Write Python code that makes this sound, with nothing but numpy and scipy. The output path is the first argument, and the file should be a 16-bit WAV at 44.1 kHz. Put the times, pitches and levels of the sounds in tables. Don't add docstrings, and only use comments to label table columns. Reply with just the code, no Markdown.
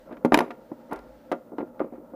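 import sys
import numpy as np
from scipy import signal
from scipy.fft import rfft, irfft, next_fast_len
from scipy.io import wavfile
from scipy.ndimage import map_coordinates

SR = 44100
rng = np.random.default_rng(int(sys.argv[2]) if len(sys.argv) > 2 else 0)


def to_wav(s):
    ch = np.atleast_2d(s).T
    pcm = np.round(np.clip(ch, -1, 1) * 32767)
    wavfile.write(sys.argv[1], SR, pcm.astype(np.int16))


N = 94815


def amp(db):
    return 10 ** (np.asarray(db) / 20)

def unit_rms(x):
    return x / np.sqrt(np.mean(x ** 2) + 1e-20)

def curve_at(points, hz):
    freqs, values = np.transpose(points)
    return np.interp(np.log(hz + 1), np.log(freqs + 1), values)

def fader(points):
    times, db = np.transpose(points)
    return amp(np.interp(np.arange(N) / SR, times, db, -120, -120))

def eq(x, response):
    size = next_fast_len(len(x) + 8192)
    return irfft(rfft(x, size) * response(np.fft.rfftfreq(size, 1 / SR)), size)[:len(x)]

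def noise(colour, count=N):
    return unit_rms(eq(rng.standard_normal(count), lambda hz: amp(curve_at(colour, hz))))

def wobble(rate):
    knots = rng.standard_normal(int(N * rate / SR) + 4)
    return map_coordinates(knots, [np.arange(N) * rate / SR])

def ring(modes, t, spread_db=2.5):
    return sum(-amp(db + rng.normal(0, spread_db) - 60 * t / t60) * np.sin(2 * np.pi * hz * t)
               for hz, db, t60 in modes)


# f/Hz, level/dB, t60/s
WOOD_MODES = [(173.7, -10, 0.17), (245.7, -1.5, 0.18), (303.3, 0.5, 0.1), (349.4, -7.5, 0.12),
              (396, -6, 0.075), (450.7, -4.5, 0.057), (538, -5.5, 0.08), (623, -9.5, 0.096),
              (680.6, -18, 0.11), (708.3, -6.5, .07), (882, -6, .06), (944, -10, 0.083), (1189, -9, 0.078),
              (1394, -13, 0.18)]
# f/Hz, level/dB
WOOD_COLOUR = [(150, -26.5), (250, -5.5), (300, -2), (645, -9), (914, -10.5), (1740, -26), (2050, -23),
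               (7000, -70.5), (9100, -69), (15400, -120)]
# t/s, level/dB, softness/low-pass poles, thinness/high-pass poles,
# ring length/factor, f/Hz favoured by the struck spot
KNOCKS = [(0.094, -30, 1.64, 0.3, 1.3, 530), (0.111, -22.5, 2.16, 0.3, 1.1, 630),
          (.125, -27.5, 1.3, 0.69, 0.63, 300), (0.171, -32.5, 1.05, .6, 0.63, 524),
          (0.2478, -1.5, 1.54, 0.071, 0.81, 276), (0.3211, -4.5, 0.41, .2, 0.68, 355),
          (0.3334, -9, 1.6, 0.31, 0.94, 286), (0.3438, -2.5, 0.43, 0.29, 0.7, 890),
          (0.373, -10.5, .8, 0.14, 0.83, 304.3), (.388, -10, 0.5, 0.26, 0.67, 950),
          (.405, -10.5, 0.68, 0.17, 0.85, 915), (.422, -19.5, 0.4, 0.35, 1.1, 703),
          (.442, -29, 1.2, 0.34, 0.45, 417), (0.484, -28.5, 3, 0.2, 1.3, 457),
          (0.5057, -23, 0.8, 0.42, 1.1, 800), (0.7165, -17, 2.03, 0.05, 0.43, 300),
          (.913, -25, 0.47, 1.2, 2.4, 920), (0.9229, -15, 0.91, 0.27, 0.58, 280),
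          (.929, -23.5, 1.26, 0.45, .9, 940), (1.316, -11.5, 1.05, 0.71, 1.42, 682),
          (1.327, -11, 0.95, 1.06, 0.72, 469), (1.519, -24.5, 2.1, 0.54, 1.56, 304),
          (1.532, -25.5, 2, 0.32, 0.78, 531), (1.5839, -15.5, 1.1, 0.95, 1.06, 320),
          (1.601, -13, 2.7, 1.1, 1.63, 387), (1.627, -14.5, 2.4, 1.07, 0.38, 315.4),
          (1.669, -30, 2.5, 0.26, 0.74, 521), (1.7952, -27, 0.26, 2.3, 0.8, 1400),
          (1.8033, -10.5, 1.09, 0.37, 0.66, 479), (1.807, -22, 0.84, .9, .8, 920),
          (1.813, -17, 1.2, .4, 0.87, 310), (1.844, -20, 1.9, 0.44, 0.61, 430),
          (1.868, -28, 2, 0.53, 0.74, 460), (1.924, -22, 2.3, .5, 1, 359),
          (1.98, -29.5, 2.67, .5, 1.2, 306), (2.003, -24.5, 3.9, 0.4, 1.1, 472),
          (2.096, -40.5, 2.5, 0.31, 0.46, 620), (2.136, -23.5, 2.1, 0.47, 1.8, 574)]

def table_knocks():
    soft_hz, thin_hz, bass_hz = 528, 357, 169
    spot_boost_db, spot_width_oct = 7.5, 0.26
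    attack_s, wash_t60_s = 0.00014, 0.076
    out, t = np.zeros(N + SR), np.arange(SR // 4) / SR
    for start, db, softness, thinness, length, spot_hz in KNOCKS:
        wash = noise(WOOD_COLOUR, len(t)) * amp(-6 - 60 * t / wash_t60_s)
        boost = lambda hz: spot_boost_db * np.exp(-(np.log2(hz / spot_hz) / spot_width_oct) ** 2)
        modes = [(hz, mode_db + boost(hz), t60 * length) for hz, mode_db, t60 in WOOD_MODES]
        attack = 1 - np.exp(-t / (attack_s * (1 + softness)))
        knock = (amp(-7) * ring(modes, t) + wash) * attack
        high_cut = lambda hz: (1 + 1j * hz / soft_hz) ** -softness
        low_cut = lambda hz: (1j * (hz + 1) / (thin_hz + 1j * hz)) ** thinness
        out[round(start * SR):][:len(t)] += amp(db) * eq(knock, lambda hz: high_cut(hz) * low_cut(hz))
    return eq(out[:N], lambda hz: (1j * hz / (bass_hz + 1j * hz)) ** 4)


# f/Hz, level/dB, t60/s
TOY_MODES = [(2160, 0, .012), (2990, -2.5, 0.012), (3790, -1, 0.017), (3980, -5.5, .015),
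             (5050, -2.5, 0.018), (5710, -5.5, 0.008), (10150, -4, .016), (12240, -8.5, .01)]
# f/Hz, level/dB
CRACK_COLOUR = [(900, -17.5), (1500, 2.5), (2050, -3), (2700, -8), (3800, -15), (5200, -20.5), (8000, -28),
                (10500, -27.5), (13000, -28.5), (15200, -36.5), (16300, -57.5)]
# t/s, level/dB, tilt/(dB per octave) around 5 kHz, crack t60/s
CLICKS = [(0.1251, -46.5, -4, 0.066), (0.1685, -45.5, -6, 0.038), (0.2484, -29, 1.2, 0.043),
          (0.3213, -21.5, -9, 0.048), (0.3333, -34, 5, 0.018), (0.3429, -6, 0.2, 0.025),
          (0.3744, -17, 3, 0.012), (0.3894, -15, 1.8, 0.018), (0.4057, -24.5, -1, .03),
          (0.5065, -35.5, -3.5, 0.047), (.913, -52.5, 6.5, 0.029), (0.9304, -39, 8.5, 0.018),
          (.959, -46, 3, 0.039), (0.99, -45.5, 1.5, .021), (1.316, -30.5, -3, 0.064),
          (1.321, -34, 3.5, 0.011), (1.5818, -46, -2.5, 0.087), (1.7945, -49, -1, 0.054),
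          (1.8055, -59, -8, 0.031)]

def toy_clicks():
    out, t = np.zeros(N + SR), np.arange(SR // 10) / SR
    attack = 1 - np.exp(-t / 0.00069)
    for start, db, tilt_db, crack_t60 in CLICKS:
        tilt = lambda hz: tilt_db * np.log2(min(hz, 10500) / 5000)
        colour = [(hz, band_db + tilt(hz)) for hz, band_db in CRACK_COLOUR]
        crack = noise(colour, len(t)) * amp(-60 * t / crack_t60)
        plastic = ring([(hz, mode_db + tilt(hz), t60) for hz, mode_db, t60 in TOY_MODES], t)
        out[round(start * SR):][:len(t)] += amp(db) * (crack + amp(-15) * plastic) * attack
    return out[:N]


# peak t/s, level/dB, time to swell by 30 dB/s, t60/s
SCUFFS = [(0.116, -43.5, 0.062, 0.14), (.41, -33.5, .02, 0.37), (0.927, -29, 0.034, 0.24),
          (1.33, -41, 0.013, 0.1), (1.608, -34, 0.017, 0.067), (1.819, -44.5, 0.013, 0.25),
          (1.94, -47.5, 0.034, 0.19)]

def table_scuffs():
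    t = np.arange(N) / SR
    swell = sum(amp(db - 60 * np.where(t < peak, (peak - t) / (2 * rise), (t - peak) / t60))
                for peak, db, rise, t60 in SCUFFS)
    grain = amp(3.5 * wobble(150))
    return swell * unit_rms(grain * noise(WOOD_COLOUR))


# f/Hz, t60/s
ROOM_DECAY = [(200, 0.46), (2000, 0.25), (10000, 0.28)]

def room_reverb(x, wet_db=-19.5, predelay_samples=300):
    hz, t, spectrum = signal.stft(rng.standard_normal(SR // 2), SR, nperseg=256)
    decay = amp(-60 * t / curve_at(ROOM_DECAY, hz)[:, None])
    tail = signal.istft(spectrum * decay, SR, nperseg=256)[1]
    delayed = np.pad(x, (predelay_samples, 0))
    return amp(wet_db) * signal.fftconvolve(delayed, tail / np.linalg.norm(tail))[:N]


# t/s, level/dB
HUM_RIDE = [(0.0, -50), (0.16, -50.5), (0.34, -43), (0.42, -58), (0.54, -49), (0.75, -49.5), (1.27, -51),
            (1.79, -46.5), (1.89, -51.5), (2.15, -48.5)]
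# f/Hz, level/dB
HUM_COLOUR = [(60, -42.5), (110, -7), (220, -9), (500, -8), (1000, -15), (1500, -24.5), (3000, -38.5),
              (7000, -44.5), (9000, -76)]
# f/Hz, width/Hz, relative level/dB
HUM_PEAKS = [(238, 45, -1), (293.5, 46, -8.5), (518, 32, 3), (607, 69, -4), (842, 20, -4), (922, 17, -6.5),
             (1355, 140, -6)]

def room_hum(boost_db=13.5):
    peaks = lambda hz: 1 + sum(amp(db + boost_db) / (1 + 4 * ((hz - centre) / width) ** 2)
                               for centre, width, db in HUM_PEAKS)
    hum = unit_rms(eq(noise(HUM_COLOUR), peaks))
    return hum * fader(HUM_RIDE) * amp(1.8 * wobble(25))


# t/s, level/dB
RUSTLE_RIDE = [(0.0, -66.5), (0.24, -83), (0.34, -86), (0.51, -72.5), (1.19, -69), (1.37, -73),
               (1.55, -81.5), (2.15, -81)]
# f/Hz, level/dB
RUSTLE_COLOUR = [(880, -26), (1500, -2), (1980, -3), (2220, -8.5), (4790, -12.5), (9000, -24),
                 (11700, -47.5), (19800, -120)]

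def hand_rustle():
    return noise(RUSTLE_COLOUR) * fader(RUSTLE_RIDE) * amp(0.5 * wobble(27))


# f/Hz, level/dB
HISS_COLOUR = [(3000, -27.5), (6200, -9.5), (11700, -5.5), (14200, 0.5), (14900, -1), (15350, 4),
               (15500, -33), (16400, -39.5)]
# t/s, level/dB
RUMBLE_RIDE = [(0, -55.5), (.2, -68), (.28, -66), (.34, -46), (.45, -73), (.9, -68), (.96, -55),
               (1.12, -61.5), (1.2, -64.5), (1.45, -77.5), (1.6, -67), (2.15, -69.5)]
# f/Hz, level/dB
RUMBLE_COLOUR = [(12, -38), (20, -13), (53, 6.5), (76, -23), (130, -18.5), (170, -44), (290, -120)]

def noise_floor():
    hiss = amp(-75.5) * noise(HISS_COLOUR)
    rumble = noise(RUMBLE_COLOUR) * fader(RUMBLE_RIDE)
    return hiss + rumble


def scene():
    contacts = table_knocks() + toy_clicks() + table_scuffs()
    return (contacts + room_reverb(contacts) + room_hum() + hand_rustle() + noise_floor())[None]

def record(dry):
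    ceiling, top_hz = 0.98, 16400
    rounded = dry[0] / (1 + np.abs(dry[0] / ceiling) ** 6) ** (1 / 6)
    return eq(rounded, lambda hz: hz < top_hz)[None]


dry = scene()
out = record(dry)
to_wav(out)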